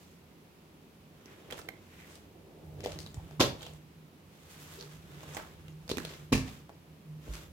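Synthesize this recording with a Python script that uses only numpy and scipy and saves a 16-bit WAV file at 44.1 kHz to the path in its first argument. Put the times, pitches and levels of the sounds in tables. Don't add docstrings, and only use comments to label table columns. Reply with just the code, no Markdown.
import sys
import numpy as np
from scipy import signal
from scipy.fft import rfft, irfft, next_fast_len
from scipy.io import wavfile
from scipy.ndimage import map_coordinates

SR = 44100
rng = np.random.default_rng(int(sys.argv[2]) if len(sys.argv) > 2 else 0)


def dump(signal):
    limited = np.clip(np.atleast_2d(signal).T, -1, 1)
    pcm = np.round(limited * 32767).astype(np.int16)
    wavfile.write(sys.argv[1], SR, pcm)


N = 332028

# start in seconds, thud level in dB, thud pitch in Hz,
# knock level in dB, knock pitch in Hz, crumple level in dB, crumple t60 in seconds.
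BASE_CONTACTS = [(3.3965, -18, 198, -27, 1100, -27, 0.08), (3.4025, -32, 248, -20, 1100, -12, 0.029),
                 (3.4045, -7.5, 305, -18, 560, -21.5, 0.038), (3.4080, -25, 435, -22, 1150, -11, 0.03),
                 (3.4137, -18, 348, -13, 596, -27, 0.037), (3.4182, -35, 418, -22, 880, -20.5, 0.077),
                 (3.4345, -25, 323, -33, 576, -32.5, 0.16), (3.4575, -33, 162, -35, 420, -36, .1)]
SIDE_CONTACTS = [(6.3200, -15.5, 243, -50, 500, -46, 0.03), (6.3225, -29.5, 137, -30, 810, -24.5, 0.057),
                 (6.3272, -15, 251, -19, 1084, -17, 0.027), (6.3335, -22, 151, -39, 890, -29, 0.093),
                 (6.3475, -27, 345, -38, 560, -35.5, 0.27)]
# frequency in Hz, relative density in dB per Hz.
BASE_CRUMPLE_SPECTRUM = [(180, -17.5), (300, -10), (470, -2.5), (555, -9), (1030, -8), (1120, -8),
                         (1510, -15.5), (1640, -13.5), (1870, -14.5), (2900, -12.5), (3450, -8),
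                         (4000, -11), (5610, -14.5), (8790, -25.5), (11900, -26.5), (16000, -33)]
SIDE_CRUMPLE_SPECTRUM = [(240, -27), (400, -4.5), (598, -8.5), (753, -6.5), (994, -13), (1150, -11),
                         (1510, -15.5), (1790, -5), (2020, -10.5), (2430, -5.5), (2800, -10), (5870, -12.5),
                         (8630, -20), (12300, -25), (16000, -30)]
# frequency in Hz, relative level in dB, t60 in seconds.
FLOOR_MODES = [(60, -27, 0.39), (99.6, -19.5, 0.36), (138.6, -18, 0.24), (210, -9, 0.089), (260, -19, 0.35),
               (305, -31, 0.24), (345, -19, 0.13)]
# frequency in Hz, relative level in dB, t60 in seconds.
SHELL_MODES = [(603, 12, 0.2), (726, 12, 0.25), (826, 9, 0.24), (920, 0, 0.17), (1100, 9, 0.14),
               (1350, 8, 0.16), (1620, 3, 0.13), (2050, 0, .2), (2430, -2, 0.16), (2860, 12, .2),
               (2918, 2, 0.19), (3360, 11, .15), (3570, 9, 0.18), (3900, 22, 0.2)]


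def landing(contacts, crumple_spectrum, floor_db, shell_db, grain_db, cushion_s):
    thud, knocks, crumple = np.zeros(N), np.zeros(N), np.zeros((2, N))
    floor = from_db(floor_db) * sum(from_db(db) * ring(hz, t60) for hz, db, t60 in FLOOR_MODES)
    heaviest_db = max(thud_db for _, thud_db, *_ in contacts)
    for start, thud_db, thud_hz, knock_db, knock_hz, crumple_db, crumple_t60 in contacts:
        body = ring(thud_hz, 7 / thud_hz)
        if thud_db == heaviest_db:
            body = body + floor
        cushioned_onset = 1 - fade(cushion_s)
        add(thud, start, from_db(thud_db) * body * cushioned_onset)
        add(knocks, start, from_db(knock_db) * ring(knock_hz, 0.016))

        grains = rms_one(diffuse(SR // 2) * from_db(grain_db * drift(796, SR // 2)))
        crumple_envelope = fade(crumple_t60) * (1 - fade(0.011))
        add(crumple, start, from_db(crumple_db) * grains * crumple_envelope)

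    shell = sum((-1) ** k * from_db(db) * ring(hz, t60) for k, (hz, db, t60) in enumerate(SHELL_MODES))
    unit_shell = shell[None] / np.linalg.norm(shell)
    ringing = signal.oaconvolve(crumple, unit_shell, axes=1)[:, :N]
    plastic = knocks + colour(crumple, crumple_spectrum) + from_db(shell_db) * ringing
    return thud, plastic


# start in seconds, snap level in dB, snap pitch in Hz,
# snap t60 in seconds, pop level in dB, pop pitch in Hz, left minus right level of the snap in dB.
SNAPS = [(1.258, -43.5, 5400, .012, -45, 328, -5), (1.504, -42, 2060, 0.022, -53, 500, -7),
         (1.5095, -32, 2660, 0.017, -43, 345, -5), (1.524, -32, 3280, 0.027, -42, 520, -3),
         (1.532, -34, 3000, 0.0083, -42, 745, -4), (1.579, -37.5, 1880, 0.028, -53, 400, -1),
         (1.59, -37.5, 1310, 0.035, -51, 298, -8.5), (1.616, -41, 4500, 0.011, -55, 500, 1),
         (2.806, -34, 3900, 0.0036, -44, 388, 5), (2.839, -39, 6100, 0.013, -30.5, 484, 7),
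         (2.844, -37, 2000, .016, -45, 500, 2), (2.8489, -33.5, 1920, 0.013, -33, 442, 11),
         (2.86, -28.5, 3740, 0.013, -21.5, 580, 6), (2.8702, -39, 2480, 0.016, -30, 593, 9),
         (2.8745, -39, 2000, .01, -44, 636, 5), (2.989, -30, 4300, 0.0088, -45, 345, 4),
         (3.003, -37.5, 4560, .007, -45, 409, 14), (3.0633, -37, 3840, 0.011, -52, 249, 1),
         (3.072, -41, 3730, 0.017, -60, 400, 4), (3.1438, -40.5, 7640, 0.019, -50, 336, 3),
         (3.1704, -53, 2220, .009, -47, 800, 4), (3.3107, -47, 1200, 0.01, -44.5, 640, 8),
         (3.621, -39, 6800, .008, -57, 780, -1), (3.629, -38.5, 3480, 0.035, -48, 700, -7),
         (3.6657, -34.5, 3250, 0.007, -48, 794, -3), (3.736, -44.5, 7800, .008, -50, 600, 4),
         (5.207, -41.5, 2660, 0.0081, -70, 500, 5), (5.224, -54, 3610, 0.0061, -58, 497, -1),
         (5.2313, -42.5, 990, .05, -43, 500, -3), (5.348, -37.5, 7500, 0.0087, -37, 860, -8),
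         (5.3687, -28.5, 2010, 0.025, -30, 726, -5), (5.375, -38.5, 2090, 0.018, -35, 900, -4),
         (5.682, -41.5, 3120, 0.013, -58, 447, -5), (5.879, -39.5, 4370, 0.014, -50, 845, -3),
         (5.893, -29, 4360, 0.018, -41, 626, -1), (5.8986, -31.5, 3920, 0.044, -26.5, 560, -4),
         (5.9149, -24, 3900, 0.016, -20.5, 390, 2), (5.9715, -23, 2480, 0.0047, -29.5, 290, -12),
         (5.9769, -42, 7000, 0.0064, -32, 310, -6), (5.983, -22.5, 1780, 0.0087, -28.5, 290, -9.5),
         (6.001, -31, 1290, 0.0086, -42, 350, -4), (6.0187, -44, 1100, .012, -51, 300, -3),
         (6.0503, -28, 3750, 0.019, -64, 355, 0.5), (6.1067, -40, 2220, .009, -42, 457, 3),
         (6.137, -39, 3300, .012, -54, 475, 1), (6.694, -44, 1700, 0.018, -40, 824, 2),
         (6.701, -57, 1100, .015, -41, 627, 0)]
# frequency in Hz, relative density in dB per Hz.
SNAP_SPECTRUM = [(500, 7), (1200, 2.5), (2200, -1), (4000, -3), (6500, -4), (9000, -7), (13000, -9.5),
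                 (16000, -12)]


def snaps(broad_db, pop_peak_cycles, rib_q, edge_db):
    cracks, pops = np.zeros((2, N)), np.zeros((2, N))
    size = SR // 8
    t = np.arange(size) / SR
    for start, snap_db, snap_hz, t60, pop_db, pop_hz, side_db in SNAPS:
        crack = diffuse(size) * fade(t60, size)
        crack[:, 0] += from_db(edge_db)
        rib = signal.lfilter(*signal.iirpeak(snap_hz, rib_q, fs=SR), crack)
        add(cracks, start, from_db(snap_db) * (rib + from_db(broad_db) * crack) * pan(side_db))

        bulge = t * pop_hz / pop_peak_cycles
        pop_envelope = bulge * np.exp(1 - bulge)
        add(pops, start, from_db(pop_db) * pop_envelope * np.sin(2 * np.pi * pop_hz * t))
    return colour(cracks, SNAP_SPECTRUM), pops


def crinkles(ticks, after_s, level_db, spread_db, cycles):
    out = np.zeros((2, N))
    size = 600
    t = np.arange(size) / SR
    for start, snap_db, *_ in SNAPS:
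        for wait, pitch, weakness, side in rng.random((ticks, 4)):
            hz = 2500 * 3.4 ** pitch
            tick = fade(cycles / hz, size) * np.sin(2 * np.pi * hz * t)
            tick_db = min(snap_db, -32) + level_db - spread_db * weakness - 5 * wait
            add(out, start + wait * after_s, from_db(tick_db) * tick * pan(12 * (side - 0.5)))
    return out


# loudest moment in seconds,
# length in seconds (half the full swell), level in dB, centre in Hz, width in octaves.
SCUFFS = [(1.306, 0.096, -62.5, 1880, 1), (1.534, 0.04, -48, 696, 2.1), (1.586, 0.034, -53.5, 1500, 6.2),
          (2.008, 0.18, -61, 2150, 0.53), (2.138, 0.066, -60, 4870, 1.8), (2.846, 0.016, -45.5, 2980, 1.6),
          (2.918, 0.061, -52, 2000, 3.4), (2.9, 0.046, -54, 630, 1.3), (3.014, 0.041, -55, 4830, 2),
          (3.193, 0.041, -57, 836, 0.36), (3.649, 0.076, -52, 3280, 0.65), (3.651, 0.13, -55.5, 563, 1.2),
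          (4.522, 0.052, -57, 2800, 4.5), (4.623, 0.044, -54.5, 6000, 3.0), (4.732, .06, -57.5, 4500, 3.2),
          (4.81, 0.042, -52, 4230, 0.87), (4.802, 0.1, -53, 430, 0.38), (4.83, 0.058, -62, 1100, 1.4),
          (5.349, 0.037, -53, 6740, 0.6), (5.385, 0.045, -45, 880, 1.7), (5.434, 0.037, -53.5, 1100, 0.75),
          (5.912, 0.024, -44, 3530, 1.4), (6.106, 0.099, -52, 2380, 2.3), (6.485, 0.015, -47.5, 2480, 2),
          (6.486, 0.017, -51.5, 480, 1.6), (7.28, 0.023, -49.5, 325, 1.5), (7.351, 0.037, -50, 3000, 3)]


def scuffs(grain_db, grains_per_s):
    out = np.zeros((2, N))
    for peak_s, length, db, hz, octaves in SCUFFS:
        size = round(2 * length * SR)
        edges = np.clip(hz * 2 ** (np.array([-0.5, 0.5]) * octaves), 20, SR / 2 - 100)
        grains = diffuse(size) * from_db(grain_db * drift(grains_per_s, size))
        band = signal.butter(2, edges, "band", fs=SR, output="sos")
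        rub = rms_one(signal.sosfilt(band, grains))
        add(out, peak_s - length, from_db(db) * rub * np.hanning(size))
    return out


# start in seconds, level in dB.
CLICK_KNOCKS = [(1.6865, -45), (1.6882, -32)]
# frequency in Hz, relative level in dB, t60 in seconds.
CLICK_MODES = [(560, -15, 0.04), (757, -10.5, 0.042), (1580, -13, 0.037), (2060, -20, 0.16),
               (2130, 3.5, 0.017), (3120, -8, 0.018), (3900, -10, 0.01), (5150, -19, .012),
               (7100, -20, 0.012), (12900, -19, .015)]


def click():
    out = np.zeros((2, N))
    modes = sum(from_db(db) * ring(hz, t60) for hz, db, t60 in CLICK_MODES)
    for start, db in CLICK_KNOCKS:
        noise = from_db(-16) * diffuse(SR // 2) * fade(0.025)
        add(out, start, from_db(db) * (modes + noise))
    return out


# fastest moment in seconds, swell in seconds,
# fade in seconds, level in dB, brightness in dB (added to the hiss, taken from the body).
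MOVES = [(0.02, 0.11, 0.27, -75.5, 9), (1.38, 0.35, 0.27, -65.5, -5.5), (1.6, 0.2, 0.3, -68.5, -14.5),
         (2.07, 0.42, 0.26, -63, -1), (2.8, 0.83, 0.13, -84.5, -29), (2.98, 0.27, 0.15, -60, -7),
         (3.35, 0.37, 0.052, -65, -5.5), (3.63, 0.14, 0.24, -64.5, 3), (4.72, 0.54, 0.43, -60, 1.5),
         (5.35, 0.45, 0.29, -57.5, -2.5), (5.65, 0.21, 0.15, -68, -5.5), (6.12, 0.4, 0.24, -60, -1.5),
         (6.5, 0.09, 0.19, -59, 0), (7.35, 0.18, 0.2, -57.5, 0)]
# frequency in Hz, relative density in dB per Hz.
BODY_SPECTRUM = [(180, -44.5), (300, 6.5), (450, 2.5), (650, -1.5), (900, -8), (1500, -52)]
RUB_SPECTRUM = [(600, -6), (1100, 9.5), (2200, 5), (3600, 4.5), (6000, -25), (8500, -14.5)]
HISS_SPECTRUM = [(4500, 0.5), (7000, 1), (9500, -5.5), (13000, -3.5), (16000, -9.5)]


def rustle(body_db, rub_db, hiss_db, grain_db, flutter_db):
    grain = rms_one(from_db(grain_db * drift(350) + flutter_db * drift(30)))
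    speeds = [swell(peak_s, rise_s, fall_s) for peak_s, rise_s, fall_s, *_ in MOVES]
    bands = [(BODY_SPECTRUM, body_db, -1), (RUB_SPECTRUM, rub_db, 0), (HISS_SPECTRUM, hiss_db, 1)]
    out = 0
    for spectrum, trim_db, lean in bands:
        level = 0
        for speed, (*_, db, bright_db) in zip(speeds, MOVES):
            level = level + speed * from_db(db + lean * bright_db)
        out = out + from_db(trim_db) * level * colour(diffuse() * grain, spectrum)
    return out


# start in seconds, level in dB, pitch in Hz, t60 in seconds.
BUMPS = [(2.78, -37, 89, 0.072), (2.895, -43.5, 95.3, 0.68), (3.173, -24.5, 92, 0.065),
         (3.222, -30, 70, 0.036), (6.323, -37, 55.4, .13), (7.284, -29.5, 52.7, 0.23),
         (7.301, -40, 56.3, .13)]


def bumps():
    out = np.zeros(N)
    for start, db, hz, t60 in BUMPS:
        add(out, start, from_db(db) * ring(hz, t60) * (1 - fade(0.015)))
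    return out


# time in seconds, level in dB.
HUM_LEVEL = [(0.1, -81), (0.65, -64.5), (2.35, -63.5), (2.75, -52.5), (3.7, -52.5), (4.52, -64),
             (4.68, -47.5), (4.85, -59), (4.95, -47), (5.05, -59), (5.18, -52.5), (5.45, -53.5),
             (5.8, -51.5), (6.28, -46), (6.55, -53.5), (6.81, -65), (7.03, -59), (7.1, -46), (7.19, -46.5),
             (7.33, -59.5), (7.41, -54.5), (7.5, -71)]
RUMBLE_LEVEL = [(0.0, -66.5), (0.52, -69.5), (2.55, -65), (2.69, -56), (2.88, -52), (4.09, -67.5),
                (4.76, -63.5), (5.2, -58.5), (6.04, -60.5), (6.5, -62.5), (6.77, -67.5), (7.5, -57)]
# frequency in Hz, relative density in dB per Hz.
RUMBLE_SPECTRUM = [(25, -15), (45, -7.5), (60, 0.5), (85, 4.5), (115, -3.5), (170, 2), (300, -40)]
AIR_SPECTRUM = [(60, -23), (120, -15), (170, -1.5), (260, -5.5), (380, -7.5), (650, -16), (1000, -17.5),
                (1600, -22.5), (2600, -22), (4200, -27), (8500, -34), (13500, -31.5), (16000, -35.5)]
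HUM_HZ = 153.5


def room_tone(hum_db, rumble_db, air_db, waver_rad, flutter_db):
    t = np.arange(N) / SR
    sine = np.sin(2 * np.pi * HUM_HZ * t + waver_rad * drift(11))
    tone = rms_one(sine * from_db(flutter_db * drift(19)))
    hum = from_db(np.interp(t, *np.transpose(HUM_LEVEL)) + hum_db) * tone
    rumble_level = from_db(np.interp(t, *np.transpose(RUMBLE_LEVEL)) + rumble_db)
    rumble = rumble_level * colour(diffuse(), RUMBLE_SPECTRUM)
    air = from_db(air_db) * colour(diffuse(), AIR_SPECTRUM)
    return hum + rumble + air


# frequency in Hz, t60 in seconds.
ROOM_T60 = [(80, 0.68), (250, 0.41), (700, 0.36), (2500, 0.32), (6000, 0.28), (14000, 0.27)]


def room_response(build_s, size=SR // 2):
    noise, hz = rfft(diffuse(size)), np.fft.rfftfreq(size, 1 / SR)
    out = 0
    for k, (_, t60) in enumerate(ROOM_T60):
        share = at_hz([(centre, j == k) for j, (centre, _) in enumerate(ROOM_T60)], hz)
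        out = out + irfft(noise * share, size) * fade(t60, size)
    build_up = 1 - np.exp(-(np.arange(size) / SR / build_s) ** 2)
    return rms_one(out * build_up) / np.sqrt(size)


# frequency in Hz, correlation from -1 to 1.
LIKENESS = [(40, 1), (150, 0.91), (330, 0.88), (650, 0.55), (1300, -0.09), (3500, -0.069), (15000, 0.063)]


def diffuse(size=N):
    padded = next_fast_len(size)
    mid, side = rfft(rng.standard_normal((2, padded)))
    alike = np.clip(at_hz(LIKENESS, np.fft.rfftfreq(padded, 1 / SR)), -1, 1)
    stereo = np.sqrt(1 + alike) * mid + np.sqrt(1 - alike) * side * [[1], [-1]]
    return irfft(stereo, padded)[:, :size]


def colour(x, spectrum, size=4096):
    gain = rms_one(from_db(at_hz(spectrum, np.fft.rfftfreq(size, 1 / SR))))
    cepstrum = irfft(np.log(gain))
    cepstrum[1:size // 2] *= 2
    cepstrum[size // 2 + 1:] = 0
    impulse = irfft(np.exp(rfft(cepstrum)))
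    return signal.oaconvolve(x, impulse[None], axes=1)[:, :x.shape[1]]


def drift(rate, size=N):
    knots = rng.standard_normal(size // 8)
    return map_coordinates(knots, [np.arange(size) * rate / SR], order=2, mode="wrap")


def swell(peak_s, rise_s, fall_s):
    t = np.arange(N) / SR - peak_s
    return np.cos(np.pi / 2 * np.clip(t / np.where(t < 0, rise_s, fall_s), -1, 1)) ** 2


def fade(t60, size=SR // 2):
    return np.exp(-np.log(1000) * np.arange(size) / SR / t60)


def ring(hz, t60):
    return fade(t60) * np.sin(2 * np.pi * hz * np.arange(SR // 2) / SR)


def from_db(db):
    return 10 ** (np.asarray(db) / 20)


def rms_one(x):
    return x / np.sqrt(np.mean(x ** 2) + 1e-20)


def at_hz(points, hz):
    f, value = np.transpose(points)
    return np.interp(np.log(np.maximum(hz, 1)), np.log(f), value)


def pan(db):
    return from_db(np.array([[db], [-db]]) / 2)


def add(out, start, sound):
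    at = round(start * SR)
    out[..., at:at + sound.shape[-1]] += sound[..., :N - at]


def scene():
    base_thud, base_plastic = landing(BASE_CONTACTS, BASE_CRUMPLE_SPECTRUM,
                                      floor_db=-13.0, shell_db=-31.0, grain_db=4.0, cushion_s=0.0056)
    side_thud, side_plastic = landing(SIDE_CONTACTS, SIDE_CRUMPLE_SPECTRUM,
                                      floor_db=4.0, shell_db=-29, grain_db=3.0, cushion_s=0.0032)
    thuds = base_thud + side_thud
    plastic = base_plastic * pan(-0.26) + side_plastic * pan(0.81)

    cracks, pops = snaps(broad_db=-10.0, pop_peak_cycles=0.48, rib_q=4.4, edge_db=13)
    creaks = crinkles(ticks=10, after_s=0.06, level_db=-10.5, spread_db=28, cycles=33)
    handling = cracks + creaks + scuffs(grain_db=5.5, grains_per_s=450)
    tick = click() * pan(-8.0)

    sources = [(thuds, -7), (plastic, -5), (handling, -5.5), (pops, -7.0), (tick, -10.5)]
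    direct = sum(sound for sound, _ in sources)
    sent = sum(sound * from_db(room_db) for sound, room_db in sources)
    echo = signal.oaconvolve(sent, room_response(build_s=0.00098), axes=1)[:, :N]

    cloth = rustle(body_db=-3.5, rub_db=-1.0, hiss_db=-0.4, grain_db=1.3, flutter_db=1.3)
    background = room_tone(hum_db=-0.5, rumble_db=1.5, air_db=-61.0, waver_rad=1.3, flutter_db=4.5)
    return direct + echo + cloth + bumps() + background


# frequency in Hz, left minus right level in dB.
PORT_BALANCE = [(100, -2), (500, -0.9), (1000, -1.4), (2000, -0.5), (4000, -0.5), (8000, -2), (13000, -2)]
PORT_LAG_S = 0.00015
CUTOFF_HZ = 16100


def record(dry):
    size = next_fast_len(N + SR // 8)
    hz = np.fft.rfftfreq(size, 1 / SR)
    lean = from_db(at_hz(PORT_BALANCE, hz) / 2) * np.exp(-1j * np.pi * hz * PORT_LAG_S)
    ports = irfft(rfft(dry, size) * np.array([lean, 1 / lean]), size)[:, :N]
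    bass_cut = signal.butter(5, 43, "high", fs=SR, output="sos")
    top_cut = signal.ellip(10, 0.2, 70, CUTOFF_HZ, fs=SR, output="sos")
    return signal.sosfilt(top_cut, signal.sosfilt(bass_cut, ports))


dry = scene()
out = record(dry)
dump(out)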